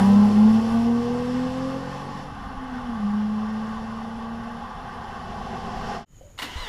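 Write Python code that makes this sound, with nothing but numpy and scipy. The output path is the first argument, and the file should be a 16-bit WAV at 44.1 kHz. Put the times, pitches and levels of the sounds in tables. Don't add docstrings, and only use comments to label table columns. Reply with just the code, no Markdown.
import sys
import numpy as np
from scipy import signal
from scipy.io import wavfile
from scipy.ndimage import uniform_filter1d

SR = 44100
rng = np.random.default_rng(int(sys.argv[2]) if len(sys.argv) > 2 else 0)


def volts_from_db(level):
    exponent = np.asarray(level, float) / 20
    return 10 ** exponent


def master(y):
    cut = np.clip(np.atleast_2d(y).T, -1, 1)
    pcm = np.round(cut * 32767)
    wavfile.write(sys.argv[1], SR, pcm.astype(np.int16))


N = 294588
T = np.arange(N) / SR

# (time [s], amount [0-1])
COASTING = [
    (2.2, 0),
    (2.35, 1),
    (2.9, 0.95),
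    (3.05, 0.56),
    (3.3, .45),
    (3.5, 0.23),
    (4.4, 0.49),
    (4.7, 0.92),
]
# (pitch [Hz], width [Hz], level [dB])
HOUSING = [(514, 100, 3.5), (592, 86, -13), (834, 138, 6.5), (922.5, 70, -15), (1148, 197, 6.5),
           (1306, 150, -3), (1552, 195, 5), (1724, 60, 1), (1833, 102, 6.5), (1913, 73, 1),
           (2280, 163, -9.5), (2488, 154, -8.5), (2670, 150, 2.5), (2835, 60, -1), (2997, 95, 4.5),
           (3820, 270, -5), (4120, 480, -1.5), (5440, 570, 4.5), (6060, 330, 2.5), (7240, 910, 4),
           (8900, 460, -2), (9950, 700, 4.5)]
# (time [s], level [dB])
ONCOMING_DB = [(3.0, -76), (4.3, -51), (4.8, -47), (5.3, -40), (5.7, -36), (6.05, -31.5)]
# (pitch [Hz], width [Hz], level [dB])
CASING = [(503, 120, 3.5), (996, 220, 5.5), (2020, 210, 4.5), (2840, 300, 6), (2980, 230, 3),
          (3420, 300, 2)]


def evened(x):
    return x / np.sqrt(np.mean(x ** 2) + 1e-20)


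def columns(rows):
    s, *values = np.transpose(rows)
    return [np.interp(T, s, v) for v in values]


def drift(span_s):
    span = max(int(span_s * SR), 2)
    once = uniform_filter1d(rng.standard_normal(N), span)
    return evened(uniform_filter1d(once, span))


def bumps_db(bumps, where):
    return sum(db * np.exp(-(2 * (where - centre) / width) ** 2) for centre, width, db in bumps)


def noise(points, bumps=(), patchy_db=0., size=1024):
    hz = np.fft.rfftfreq(size, 1 / SR)
    real, imaginary, patches = rng.standard_normal((4 * N // size + 5, len(hz), 3)).T
    patches = uniform_filter1d(patches, size // 128, 0)
    patches = evened(uniform_filter1d(patches, 8192 // size, 1))
    f, db = np.transpose(points)
    colour_db = np.interp(np.log(hz + 1), np.log(f + 1), db, left=-80, right=-80)
    colour_db += bumps_db(bumps, hz)
    spectra = (real + 1j * imaginary) * volts_from_db(colour_db[:, None] + patchy_db * patches)
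    return evened(signal.istft(spectra, nperseg=size, noverlap=3 * size // 4)[1][:N])


def resonate(x, hz, width):
    turn = np.exp(2j * np.pi * np.cumsum(hz * np.ones(N)) / SR)
    r = np.exp(-np.pi * width / SR)
    return 2 * (turn * signal.lfilter([1 - r], [1, -r], x / turn)).real


def band(hz, width):
    return evened(resonate(resonate(rng.standard_normal(N), hz, width), hz, width))


def dying(s, db, t60, rise_s=0.0011):
    since = np.maximum(T - s, 0)
    return volts_from_db(db - 60 * since / t60) * (1 - np.exp(-since / rise_s))


def ringing(s, db, hz, t60, rise_s):
    return dying(s, db, t60, rise_s) * np.sin(2 * np.pi * hz * (T - s))


def echoes(share, t60, first_s=0.):
    t = T[:SR // 2]
    present = (rng.random(len(t)) < share) * (t > first_s)
    taps = rng.standard_normal(len(t)) * present * volts_from_db(-60 * t / t60)
    return taps / np.linalg.norm(taps)


def distance_db():
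    doubling_s, gaining_s = 0.82, 2.64
    return -20 * np.log10(1 + T / doubling_s + (T / gaining_s) ** 2)


def traffic(steady_db, near_db, share, shut_db, wake_db, closest_db, growth):
    wake = np.exp(-T / 0.048)
    leaving_db = near_db + share * distance_db() + shut_db * columns(COASTING)[0] + wake_db * wake
    nearing_db = closest_db + growth * (columns(ONCOMING_DB)[0] - ONCOMING_DB[-1][1])
    return np.sqrt(volts_from_db(steady_db) ** 2 + volts_from_db(leaving_db) ** 2 + volts_from_db(nearing_db) ** 2)


def engine():
    # (time [s], firing rate [Hz], level [dB])
    pulling_away = [(0.0, 193.2, -16.5), (.2, 205.4, -14), (.34, 208.2, -12.5), (.5, 218.6, -14),
                    (.8, 231, -20), (1.4, 251.7, -23.5), (1.75, 267, -31), (1.9, 275, -43),
                    (2.3, 288.9, -48), (2.5, 268.2, -44.5), (2.7, 253.6, -37), (2.89, 240.3, -34),
                    (3.0, 210.2, -29), (3.05, 204.5, -23), (3.2, 210.5, -24), (3.8, 221.7, -33.5),
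                    (4.45, 230.3, -35), (4.7, 235.4, -46.5)]
    # (time [s], length [s], level [dB])
    cancels = [
        (.32, 0.1, -6.5),
        (.65, 0.17, -6),
        (1.04, 0.12, -5.5),
        (1.22, 0.23, -7),
        (1.52, .12, -6.5),
    ]
    # (multiple, near level [dB], share of distance loss, throttle shut [dB])
    strong_orders = [(.5, -32, 0.9, -12), (2, -44.5, 0.52, -19), (3, -43, 0.75, -10)]
    # (multiple, level against the half order [dB], extra loss while leaving [dB/s])
    weak_orders = [(1 / 3, -13.5, -1), (2 / 3, -10, -0.4), (5 / 6, -18.5, -0.9), (7 / 6, -8.5, 6.5),
                   (11 / 6, -22, -1.3), (8 / 3, -23, -4), (4, -14.5, -0.5), (5, -9, 10.5), (6.5, -17, 0.5)]
    # (pitch [Hz], width [Hz], level [dB])
    outlet = [(141, 25, 2), (426.5, 36, 4), (482, 42.2, 18), (523.3, 46, 15.5), (575, 23, -7), (592, 22, 5),
              (632, 36, -4), (697.7, 30, 9.5), (848, 46, 8)]
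    # (pitch [Hz], width [Hz], level [dB])
    pipe = [(171.4, 22, 8), (223, 60, 14), (497, 46, 17.5), (844, 116, 8), (1012, 210, 4)]
    wobble, flutter_db, ragged_db, misfire_db, echo_db = .002, 0.71, 2.5, 2.6, -19.5

    hz, tone_db = columns(pulling_away)
    shut = columns(COASTING)[0] ** 3
    tone_db = tone_db + bumps_db(cancels, T) + misfire_db * shut * drift(0.017)
    half_db, second_db, third_db = [
        db + share * distance_db() + shut_db * shut + bumps_db(outlet, k * hz)
        for k, db, share, shut_db in strong_orders]
    phase = 2 * np.pi * np.cumsum(hz * (1 + wobble * drift(0.019))) / SR

    steady = [(1, tone_db), (.5, half_db), (2, second_db)]
    ragged = [(3, third_db)]
    for k, db, loss_db in weak_orders:
        ragged.append((k, half_db + db - loss_db * T + bumps_db(pipe, k * hz)))
    air = [drift(.015), drift(.03), drift(0.016)]
    x = np.zeros(N)
    for k, db in steady:
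        x += volts_from_db(db + flutter_db * air[0]) * np.cos(k * phase + 2 * np.pi * rng.random())
    for i, (k, db) in enumerate(ragged):
        x += volts_from_db(db + ragged_db * air[i % 3]) * np.cos(k * phase + 2 * np.pi * rng.random())
    x = np.sqrt(2) * x * np.clip((pulling_away[-1][0] - T) / 0.079, 0, 1)
    return x + volts_from_db(echo_db) * signal.fftconvolve(x, echoes(0.022, 0.65))[:N], phase


def road(phase):
    # (pitch [Hz], level [dB per Hz])
    roar_colour = [(250, -35), (330, -16.5), (600, -11), (760, -6), (1000, -5), (1500, -13.5),
                   (2200, -22.5), (3500, -26), (6000, -48)]
    rasp_colour = [(1200, -15), (2200, 2.5), (3000, -0.5), (5000, -4), (6500, -11.5), (8500, -22),
                   (11000, -48)]
    fizz_colour = [(6000, -7), (8000, 4.5), (10000, 5.5), (12000, 2), (14000, -10), (15300, -8)]
    rumble_colour = [(20, 1), (60, 1), (150, -4), (240, 2.5), (290, -32.5), (400, -44)]
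    # (steady traffic [dB], leaving car when near [dB], share of the distance loss,
    # throttle shut [dB], wake [dB], nearing car at its closest [dB], share of its growth)
    roar_levels = (-42, -39.5, 0.16, 1.5, 11.5, -36.5, 1.2)
    rasp_levels = (-76, -43, .5, -5.5, 1.5, -44, 1.13)
    fizz_levels = (-76.5, -55, 0.96, -5.5, 6.5, -65, 1)
    rumble_levels = (-49.5, -39.5, 0.77, 5, -5, -41, 0.5)

    puffing = 1 + 0.13 * np.cos(phase)
    gust = volts_from_db(0.73 * drift(0.083))
    roar = traffic(*roar_levels) * noise(roar_colour, HOUSING, 1.24, size=2048)
    rasp = traffic(*rasp_levels) * noise(rasp_colour, HOUSING, 0.71) * puffing
    fizz = traffic(*fizz_levels) * noise(fizz_colour, HOUSING, 2.1) * puffing
    fizz *= volts_from_db(0.43 * drift(0.045))
    x = (roar + rasp + fizz) * gust
    x = x + volts_from_db(-12.0) * signal.fftconvolve(x, echoes(.004, 0.22, .006))[:N]
    rumble = traffic(*rumble_levels) * volts_from_db(4.5) * noise(rumble_colour, (), 1.1, size=2048)
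    return x + rumble


def exhaust_boom():
    # (pitch [Hz], level [dB per Hz])
    boom_colour = [(200, -13), (260, 0.5), (310, -6.5), (380, -1.5), (480, 1.5), (620, -3), (850, -4),
                   (1050, -1), (1300, -31)]
    # (steady traffic [dB], leaving car when near [dB], share of the distance loss,
    # throttle shut [dB], wake [dB], nearing car at its closest [dB], share of its growth)
    boom_levels = (-55, -31, 1.12, -7, 0, -39.5, 1)
    return traffic(*boom_levels) * noise(boom_colour, HOUSING[:4], 2.3, size=2048)


def whistles():
    # (pitch [Hz], width [Hz], level [dB], loudest at [s], lasts [s])
    lip_tones = [
        (7750, 260, -70, 1.4, .6),
        (8620, 110, -73, 1.0, 1.6),
    ]
    x = np.zeros(N)
    for hz, width, db, s, span in lip_tones:
        swell = np.exp(-(2 * (T - s) / span) ** 2)
        x += volts_from_db(db + 1.5 * drift(.05)) * swell * band(hz, width)
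    return x


def oncoming_car():
    # (pitch [Hz], level [dB per Hz])
    hum_colour = [(150, -1), (220, 5), (300, -28), (390, 3), (520, -28), (700, 3), (820, 3), (1000, -46),
                  (1400, -17)]
    return volts_from_db(columns(ONCOMING_DB)[0]) * noise(hum_colour, (), 1.0, size=2048)


def starter_engages():
    # (time [s], level [dB], t60 [s])
    blows = [
        (6.377, -43, 0.34),
        (6.3875, -35.5, 0.17),
        (6.4193, -33.5, 0.086),
        (6.426, -36, 0.2),
        (6.449, -50, 0.11),
    ]
    # (pitch [Hz], level [dB per Hz])
    clank_colour = [(100, -22), (250, -22), (500, -7.5), (1100, 0.5), (1900, 1), (2800, -7.5), (4200, -1.5),
                    (5500, -11.5), (10000, -17), (15300, -20)]
    # (time [s], level [dB])
    strikes = [
        (6.388, -22.5),
        (6.397, -30),
        (6.4200, -23),
        (6.424, -23),
        (6.425, -26),
        (6.4453, -31),
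        (6.452, -36),
    ]
    # (pitch [Hz], level [dB], t60 [s])
    pinion = [(1050, -21, 0.022), (1350, -2, 0.031), (2790, 2.5, 0.026), (3720, -1, 0.022),
              (7050, -8, 0.011), (9700, -9, .008)]
    # (time [s], level [dB], pitch [Hz], width [Hz], t60 [s])
    thud = (6.415, -38, 250, 160, .6)

    x = sum(dying(*blow) for blow in blows) * volts_from_db(1.5 * drift(0.0012))
    x *= noise(clank_colour, CASING, 1.5, size=256)
    for s, strike_db in strikes:
        for hz, db, t60 in pinion:
            x += ringing(s, strike_db + db - 8.0, hz * rng.uniform(0.97, 1.04), t60, .0001)
    s, db, hz, width, t60 = thud
    return x + dying(s, db, t60, 0.013) * band(hz, width)


def starter_turns():
    # (time [s], gear tooth rate [Hz], whine level [dB])
    turning = [(6.39, 301, -65), (6.47, 327, -45), (6.495, 338.7, -54), (6.52, 387, -43), (6.55, 429, -48),
               (6.575, 495, -45), (6.605, 516, -42), (6.64, 483, -40.5), (6.68, 417, -36)]
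    # (multiple of the tooth rate, level [dB])
    mesh = [(1, -9.5), (2, -7.5), (3, -14), (4, -8), (6, -14), (7, -15), (8, -3), (10, -19), (12, -23)]
    # (pitch [Hz], level [dB per Hz])
    grind_colour = [(100, -11), (250, -9), (340, -15), (560, -11), (800, -2.5), (1000, -5), (1400, -5.5),
                    (2000, -6), (2500, -12), (3200, -6), (4500, -13.5), (15300, -33)]

    hz, whine_db = columns(turning)
    phase = 2 * np.pi * np.cumsum(hz * (1 + .009 * drift(.003))) / SR
    whine = np.zeros(N)
    for k, db in mesh:
        rough_db = 3.4 * drift(0.0028)
        whine += volts_from_db(db + bumps_db(CASING, k * hz) + rough_db) * np.sin(k * phase)
    grind_db = -40.5 + 2.1 * (T > 6.565)
    grind = volts_from_db(grind_db) * noise(grind_colour, CASING, 1.8, size=512)
    return (T > turning[0][0]) * (volts_from_db(whine_db) * whine + grind)


def tailpipe_puffs():
    puffs = [
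        (6.557, -23.5, 63, 0.13),
        (6.557, -31, 41, 0.084),
        (6.578, -33, -69, .08),
        (6.597, -27, 30, 0.27),
    ]
    return -sum(ringing(s, db, hz, t60, 0.0023) for s, db, hz, t60 in puffs)


def key():
    # (time [s], level [dB], pitch [Hz], t60 [s], rise [s])
    knocks = [
        (6.209, -32, 530, 0.048, 0.0052),
        (6.211, -41, 720, 0.035, 0.0016),
        (6.21, -42, 90, .05, 0.0023),
    ]
    # (time [s], level [dB], pitch [Hz], width [Hz], t60 [s])
    cabin = (6.228, -48, 575, 55, .34)
    s, db, hz, width, t60 = cabin
    return dying(s, db, t60, 0.013) * band(hz, width) + sum(ringing(*knock) for knock in knocks)


def night():
    # (pitch [Hz], level [dB per Hz])
    hum_colour = [(25, -4), (100, -9.5), (200, -20.5), (400, -27.5), (700, -31.5), (1500, -35.5),
                  (3500, -42), (6000, -46), (15000, -48.5)]
    # (pitch [Hz], width [Hz], level [dB], throbs [per s], falls quiet at [s])
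    insects = [
        (6780, 500, -61.5, 57, 6.9),
        (3050, 130, -72, 24.974, 6.25),
        (5607, 150, -88, 30, 6.9),
    ]
    x = volts_from_db(-49.5) * noise(hum_colour, (), 1.4)
    for hz, width, db, throb, end in insects:
        singing = volts_from_db(db + 1.4 * drift(0.029) - 60 * np.maximum(T - end, 0))
        x += singing * band(hz, width) * (1 + 0.24 * np.sin(2 * np.pi * throb * T))
    return x


def treetops():
    # (pitch [Hz], width [Hz], level [dB])
    far_insects = (10460, 520, -73.5)
    hz, width, db = far_insects
    return volts_from_db(db) * band(hz, width)


def hiss():
    # (pitch [Hz], level [dB per Hz])
    hiss_colour = [(9000, -15), (11500, -3), (13000, 0.3), (15300, -1)]
    return volts_from_db(-81.5) * noise(hiss_colour)


def scene():
    # (from [s], to [s])
    fade_out = (5.953, 6.051)
    fade_in = (6.056, 6.17)
    car, phase = engine()
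    day = car + road(phase) + exhaust_boom() + whistles() + oncoming_car() + treetops() + hiss()
    dark = starter_engages() + starter_turns() + tailpipe_puffs() + key() + night()
    mix = day * np.interp(T, fade_out, [1, 0]) + dark * np.interp(T, fade_in, [0, 1])
    return mix[None]


def roll_off(x):
    return signal.sosfilt(signal.butter(12, 15200, fs=SR, output="sos"), x)


def record(dry):
    return roll_off(dry)


dry = scene()
out = record(dry)
master(out)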